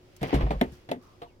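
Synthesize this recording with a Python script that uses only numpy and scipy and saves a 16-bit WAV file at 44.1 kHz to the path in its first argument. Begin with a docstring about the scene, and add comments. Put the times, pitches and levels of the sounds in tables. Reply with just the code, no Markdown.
"""A hen clambers down the wooden steps of a coop, close by on the left.
Her feet knock on the boards and ring them, her claws stick and slip, her weight makes the frame boom.
A dry splinter snaps, wood shavings rustle, and two light taps ring a small hollow piece of wood.
Behind lie a quiet yard, a faint hum and distant birds."""
import sys
import numpy as np
from scipy import signal
from scipy.fft import rfft, irfft, next_fast_len
from scipy.io import wavfile
from scipy.ndimage import map_coordinates

SR = 44100
rng = np.random.default_rng(int(sys.argv[2]) if len(sys.argv) > 2 else 0)


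def wav_record(signal):
    """Record a signal, one row per channel, as 16-bit PCM in the file named by sys.argv[1]."""
    frames = np.transpose(np.atleast_2d(signal))
    bounded = np.clip(frames, -1, 1)
    # unit amplitude maps onto the largest positive 16-bit level
    quanta = np.round(bounded * 32767).astype(np.int16)
    wavfile.write(sys.argv[1], SR, quanta)


N = 61739


def amp(db):
    """Decibels to gain."""
    return 10 ** (np.asarray(db) / 20)


def along(points, hz):
    """Interpolate (freq_hz, value) points on a log frequency axis."""
    freqs_hz, values = np.transpose(points)
    return np.interp(np.log(hz + 1), np.log(freqs_hz + 1), values)


def since(start_s):
    """Seconds since start_s, zero before it."""
    return np.maximum(np.arange(N) / SR - start_s, 0)


def decay(t, level_db, t60_s):
    """Gain falling from level_db by 60 dB every t60_s."""
    return amp(level_db - 60 * t / t60_s)


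def attack(t, rise_s):
    """Exponential rise from 0 to 1."""
    return 1 - np.exp(-t / rise_s)


def envelope(points):
    """Gain per sample from (time_s, level_db) points, silent outside them."""
    return amp(np.interp(since(0), *np.transpose(points), left=-120, right=-120))


def wobble(knots_per_s):
    """Smooth random curve."""
    return map_coordinates(rng.standard_normal(N // 8), [since(0) * knots_per_s], mode="wrap")


def filtered(x, response):
    """Apply the frequency response response(hz) to x."""
    size = next_fast_len(N + SR // 4)
    return irfft(rfft(x, size) * response(np.fft.rfftfreq(size, 1 / SR)), size)[..., :N]


# Left-right likeness of near and far sound: freq_hz, correlation
NEAR = [(60, 0.93), (250, 0.95), (600, 1), (1500, 0.29), (12000, 0.18)]
FAR = [(60, 0.81), (240, 0.89), (950, 0), (15000, 0.065)]

def noise(spectrum, likeness, grain=1):
    """Coloured stereo noise of rms 1; grain modulates it before colouring."""
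    def mid_side_gains(hz):
        angle = np.arccos(np.clip(along(likeness, hz), -1, 1)) / 2
        return amp(along(spectrum, hz)) * [np.cos(angle), np.sin(angle)]

    mid, side = filtered(grain * rng.standard_normal((2, N)), mid_side_gains)
    stereo = np.array([mid + side, mid - side])
    return stereo / np.sqrt(np.mean(stereo ** 2) + 1e-20)


# Rumble and hiss spectra: freq_hz, gain_db
RUMBLE_SPECTRUM = [(20, -5.5), (50, -4.5), (110, -4), (185, -11), (300, -10), (400, -9.5), (650, -16.5),
                   (1100, -24), (2500, -44), (5000, -36), (9000, -48), (16000, -48)]
HISS_SPECTRUM = [(500, 2.5), (1300, 1.5), (3000, 1.5), (4000, -3.5), (5200, -3.5), (8000, -14),
                 (16000, -17.5)]
# Hiss envelope: time_s, level_db
HISS_LEVELS = [(0, -67), (.2, -62.5), (.68, -60.5), (.8, -62.5), (.87, -66), (.98, -69.5), (1.12, -65.5),
               (1.28, -68.5), (1.41, -76)]
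RUMBLE_DB = -58

def yard():
    """Steady outdoor rumble under an airy hiss that swells and fades."""
    rumble = amp(RUMBLE_DB) * noise(RUMBLE_SPECTRUM, FAR)
    hiss = envelope(HISS_LEVELS) * noise(HISS_SPECTRUM, FAR)
    return rumble + hiss


# Hum tones: pitch_hz, rms_db
HUM_TONES = [(104, -67.5), (359, -64)]
HUM_WAVER_DB, HUM_WAVER_RAD = 4.5, 0.49

def hum():
    """Two faint tones waver in level and phase."""
    out = np.zeros(N)
    for pitch_hz, rms_db in HUM_TONES:
        gain = np.sqrt(2) * amp(rms_db + HUM_WAVER_DB * wobble(17))
        out += gain * np.sin(2 * np.pi * pitch_hz * since(0) + HUM_WAVER_RAD * wobble(14.3))
    return out


# Snap spectrum: freq_hz, gain_db
SNAP_SPECTRUM = [(1000, 1), (3000, -2), (5500, 5.5), (9000, -2.5), (16000, -2)]
SNAP_START_S, SNAP_DB, SNAP_T60_S = 0.1645, -49, 0.042

def splinter():
    """A dry splinter snaps in one short, bright burst."""
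    t = since(SNAP_START_S)
    return (t > 0) * decay(t, SNAP_DB, SNAP_T60_S) * noise(SNAP_SPECTRUM, FAR)


# Claw rasp and board grumble envelopes: time_s, level_db
RASP_LEVELS = [(.21, -52), (.24, -35.5), (.28, -45.5), (.30, -39.5), (.325, -40), (.355, -34.5), (.39, -44),
               (.42, -39), (.46, -49), (.50, -49.5), (.535, -54), (.58, -59.5), (.62, -53)]
GRUMBLE_LEVELS = [(.21, -102), (.25, -36), (.32, -45), (.36, -32), (.42, -28), (.47, -35.5), (.50, -42),
                  (.54, -31), (.59, -52), (.66, -52), (.73, -78), (.8, -67)]
# Their spectra: freq_hz, gain_db
RASP_SPECTRUM = [(300, 1), (800, 8.5), (1400, -1.5), (2000, 4.5), (2600, 0), (3200, -2.5), (3800, -8.5),
                 (5000, -10.5), (8000, -31.5), (16000, -31)]
GRUMBLE_SPECTRUM = [(30, -8), (80, -7), (135, 6), (210, -1.5), (260, -5), (330, -4), (430, -4), (560, -7),
                    (720, -20), (1100, -12.5), (2000, -55)]
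SLIPS_PER_S, SLIP_SPREAD_DB = 3500, 3

def scraping():
    """Dragging claws stick and slip; the boards grumble under the shifting feet."""
    def slips():
        slipping = rng.random(N) < SLIPS_PER_S / SR
        return slipping * amp(SLIP_SPREAD_DB * np.minimum(rng.exponential(size=N), 3))

    rasp = envelope(RASP_LEVELS) * noise(RASP_SPECTRUM, NEAR, grain=slips())
    grumble = envelope(GRUMBLE_LEVELS) * noise(GRUMBLE_SPECTRUM, NEAR, grain=slips())
    return rasp + grumble


# Frame sways: start_s, pitch_hz, level_db, t60_s
FRAME_BOOMS = [(0.212, 68, -32, 0.16), (0.342, 59.2, -17, 0.43), (0.432, 53.5, -13, 0.3),
               (.563, 48.6, -25, 0.27), (0.669, 67, -37.5, 0.32)]
BOOM_ATTACK_S = 0.0039

def frame():
    """The wooden frame sways with a deep note at each shift of her weight."""
    out = np.zeros(N)
    for start_s, pitch_hz, level_db, t60_s in FRAME_BOOMS:
        t = since(start_s)
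        out += attack(t, BOOM_ATTACK_S) * decay(t, level_db, t60_s) * np.sin(2 * np.pi * pitch_hz * t)
    return out


# Board modes: pitch_hz, gain_db, t60_s
BOARD_MODES = [(130.7, -10.5, 0.18), (190, -13, 0.075), (249.3, -8, 0.14), (275.7, -5.5, 0.074),
               (369.4, -8.5, 0.066), (385.2, -8, 0.092), (433.5, -10.5, 0.1), (519, -10, 0.058),
               (618, -9.5, 0.077), (707, -5.5, 0.092), (856, -18, 0.094), (905.4, -16, 0.11),
               (2060, -18.5, 0.083), (3437, -21, 0.025)]
RING_DB = -15

def board_ring(t, tone, pitch_ratio):
    """A struck board rings in modes of alternating sign, weighted by the step's tone."""
    out = np.zeros(N)
    for k, (pitch_hz, gain_db, t60_s) in enumerate(BOARD_MODES):
        level_db = RING_DB + gain_db + along(tone, pitch_hz) + rng.normal(0, 1)
        out += (-1) ** k * decay(t, level_db, t60_s) * np.cos(2 * np.pi * pitch_hz * pitch_ratio * t)
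    return out


# Coop reverberation: freq_hz, t60_s
COOP_DECAY = [(100, 0.21), (260, 0.22), (700, 0.21), (2000, .14), (5000, 0.096), (13000, 0.17)]

def coop_tail(x, start_s):
    """Sound lingers in the coop: from start_s, each frequency of x dies at its own rate."""
    hz, time_s, bins = signal.stft(x, SR, nperseg=256)
    fade = decay(np.maximum(time_s - start_s, 0), 0, along(COOP_DECAY, hz)[:, None])
    return signal.istft(bins * fade, SR, nperseg=256)[1][:, :N]


# Steps: start_s, weight_db, thud_db, knock_db, click_db, tick_db, scuff_t60_s, pitch_ratio, left_db
FOOTFALLS = [(0.2139, 1.5, -17.5, -16.5, -23, -14.5, 0.11, 0.99, 0.5),
             (0.2292, -13, -6, -7.5, -5.5, -0.5, 0.036, 1.04, 0.5),
             (0.328, -4.5, 2, -3.5, -10.5, -15, 0.079, 1.062, 4),
             (0.341, 6, -11.5, -9, -8.5, -3, 0.12, 0.96, -0.5),
             (0.407, -3, -9, -10.5, -9, -26, 0.096, 0.94, 0.5),
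             (0.465, -17, -23, -15, -17.5, -50, 0.054, 1.04, 0),
             (0.506, 0, -13.5, -4.5, -9.5, -14, 0.12, 1.1, -0.7),
             (0.612, -1, 4, 1.5, 5.5, 2.5, 0.021, 1.0, 0.3),
             (0.719, -19, -30, -47, -43, -18, 0.054, 1.0, 3),
             (.889, -12.5, -15, -19, -16.5, -21, 0.084, 1.04, -1.5),
             (0.9143, -16, -5, -6.5, -1.5, -2, .028, 0.98, 1.2),
             (0.959, -22, -13.5, -42, -38, -48, 0.046, 1.0, 1.5)]
# Weight, thud, knock, click and tick bands: centre_hz
BANDS_HZ = [130, 260, 600, 2500, 9000]
# Spectra of foot thump, claw scuff and the claw's first touch: freq_hz, gain_db
THUMP_SPECTRUM = [(50, -36), (90, -33), (135, -6.5), (200, -3), (280, -2.5), (520, -4.5), (740, -10),
                  (1100, -20), (1600, -36), (4000, -60)]
SCUFF_SPECTRUM = [(500, -2.5), (1400, -3), (1950, 3.5), (2400, -2.5), (3500, -3.5), (5200, -15),
                  (8000, -21), (11500, -22.5), (16000, -32)]
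CRACK_SPECTRUM = [(1200, 14), (2100, 13), (3600, 9), (5000, -35), (8000, -11), (12000, 9.5), (16000, -10.5)]
THUMP_DB, THUMP_TAIL_DB, THUMP_BASE_T60_S = -19.5, -30, 0.034
SCUFF_DB, SCUFF_TAIL_DB, HARD_SCUFF_S = -25, -38.5, 0.022
CRACK_DB, CRACK_T60_S = -19, 0.014
STEP_ATTACK_S, BOARD_CUT_HZ = 0.0006, 95

def footfalls():
    """Each foot thumps, scuffs and rings the boards; a shorter scuff cracks harder."""
    def contact(spectrum, tone):
        return filtered(noise(spectrum, NEAR), lambda hz: amp(along(tone, hz)))

    out = np.zeros((2, N))
    for start_s, *bands_db, scuff_t60_s, pitch_ratio, left_db in FOOTFALLS:
        t = since(start_s)
        tone = list(zip(BANDS_HZ, bands_db))
        ring = board_ring(t, tone, pitch_ratio)
        thump = decay(t, THUMP_DB, THUMP_BASE_T60_S + scuff_t60_s) * contact(THUMP_SPECTRUM, tone)
        scuff = decay(t, SCUFF_DB, scuff_t60_s) * contact(SCUFF_SPECTRUM, tone)
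        hardness = np.exp(-scuff_t60_s / HARD_SCUFF_S)
        crack = hardness * decay(t, CRACK_DB, CRACK_T60_S) * contact(CRACK_SPECTRUM, tone)
        diffuse = amp(THUMP_TAIL_DB) * contact(THUMP_SPECTRUM, tone)
        diffuse += amp(SCUFF_TAIL_DB) * contact(SCUFF_SPECTRUM, tone)
        step = ring + thump + scuff + crack + coop_tail(diffuse, start_s)
        pan = amp([[left_db / 2], [-left_db / 2]])
        out += step * attack(t, STEP_ATTACK_S) * pan
    # The steps carry little deep bass.
    return signal.sosfilt(signal.butter(2, BOARD_CUT_HZ, "highpass", fs=SR, output="sos"), out)


# Rustles: start_s, rise_s, t60_s, level_db
RUSTLE_SWELLS = [(0.267, 0.0083, 0.11, -43.5), (0.719, 0.014, 0.18, -50), (1.01, 0.017, 0.39, -59)]
# Rustle spectrum: freq_hz, gain_db
RUSTLE_SPECTRUM = [(300, -38), (1300, 10), (3000, -2.5), (5500, 3.5), (8500, -7.5), (16000, -7.5)]
FLICKER_DB, FLICKER_PER_S = 2.3, 310

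def shavings():
    """The bedding rustles in soft, grainy swells."""
    swell = sum(attack(since(start_s), rise_s) * decay(since(start_s), level_db, t60_s)
                for start_s, rise_s, t60_s, level_db in RUSTLE_SWELLS)
    return swell * noise(RUSTLE_SPECTRUM, FAR, grain=amp(FLICKER_DB * wobble(FLICKER_PER_S)))


# Bird notes: start_s, length_s, from_hz, to_hz, level_db, blur_rad
BIRD_NOTES = [(0.991, 0.18, 1168, 1124, -59.5, 1.76), (1.257, 0.0214, 1114, 760, -56, 0.8),
              (1.266, 0.057, 3140, 2350, -67.5, 1.1), (1.296, 0.052, 2230, 2160, -73, 0.72)]
BLUR_PER_S = 260

def birds():
    """Distant gliding notes, blurred in phase on the way to each ear."""
    out = np.zeros((2, N))
    for start_s, length_s, from_hz, to_hz, level_db, blur_rad in BIRD_NOTES:
        progress = np.clip(since(start_s) / length_s, 0, 1)
        phase = 2 * np.pi * np.cumsum(from_hz + (to_hz - from_hz) * progress) / SR
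        gain = amp(level_db) * np.sqrt(abs(np.sin(np.pi * progress)))
        for channel in out:
            channel += gain * np.sin(phase + blur_rad * wobble(BLUR_PER_S))
    return out


# Taps: start_s, ring_db, click_db
WOOD_TAPS = [(1.2175, -32.5, -38), (1.230, -56.5, -44)]
# Hollow wood modes: pitch_hz, gain_db, t60_s
HOLLOW_MODES = [(155, -15, .15), (285, -12.5, 0.16), (479, -4, .12), (697.4, -1.5, 0.13), (815, -9, 0.041),
                (1150, -12.5, 0.16), (2670, -41, 0.072), (3000, -12, 0.021), (4150, -22, 0.097)]
# Click spectrum: freq_hz, gain_db
CLICK_SPECTRUM = [(200, 0), (800, 9.5), (1500, -6.5), (3700, -7), (5200, -24.5), (16000, -30.5)]
TAP_ATTACK_S, CLICK_T60_S = 0.0009, 0.1

def taps():
    """Two light taps click on a small hollow piece of wood and ring it."""
    out = np.zeros((2, N))
    for start_s, ring_db, click_db in WOOD_TAPS:
        t = since(start_s)
        ring = sum(decay(t, ring_db + gain_db, t60_s) * np.sin(2 * np.pi * pitch_hz * t)
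                   for pitch_hz, gain_db, t60_s in HOLLOW_MODES)
        click = decay(t, click_db, CLICK_T60_S) * noise(CLICK_SPECTRUM, NEAR)
        out += (ring + click) * attack(t, TAP_ATTACK_S)
    return out


LEFT_LEAD_S = 0.0003384

def scene():
    """Mix all sources; the hen's sounds reach the left ear first."""
    hen = scraping() + frame() + footfalls() + taps()
    advance_s = np.array([[LEFT_LEAD_S / 2], [-LEFT_LEAD_S / 2]])
    hen_on_left = filtered(hen, lambda hz: np.exp(2j * np.pi * hz * advance_s))
    return hen_on_left + yard() + hum() + splinter() + shavings() + birds()


TOP_HZ = 16200

def record(dry):
    """Brick-wall low-pass at TOP_HZ."""
    return filtered(dry, lambda hz: hz < TOP_HZ)


dry = scene()
out = record(dry)
wav_record(out)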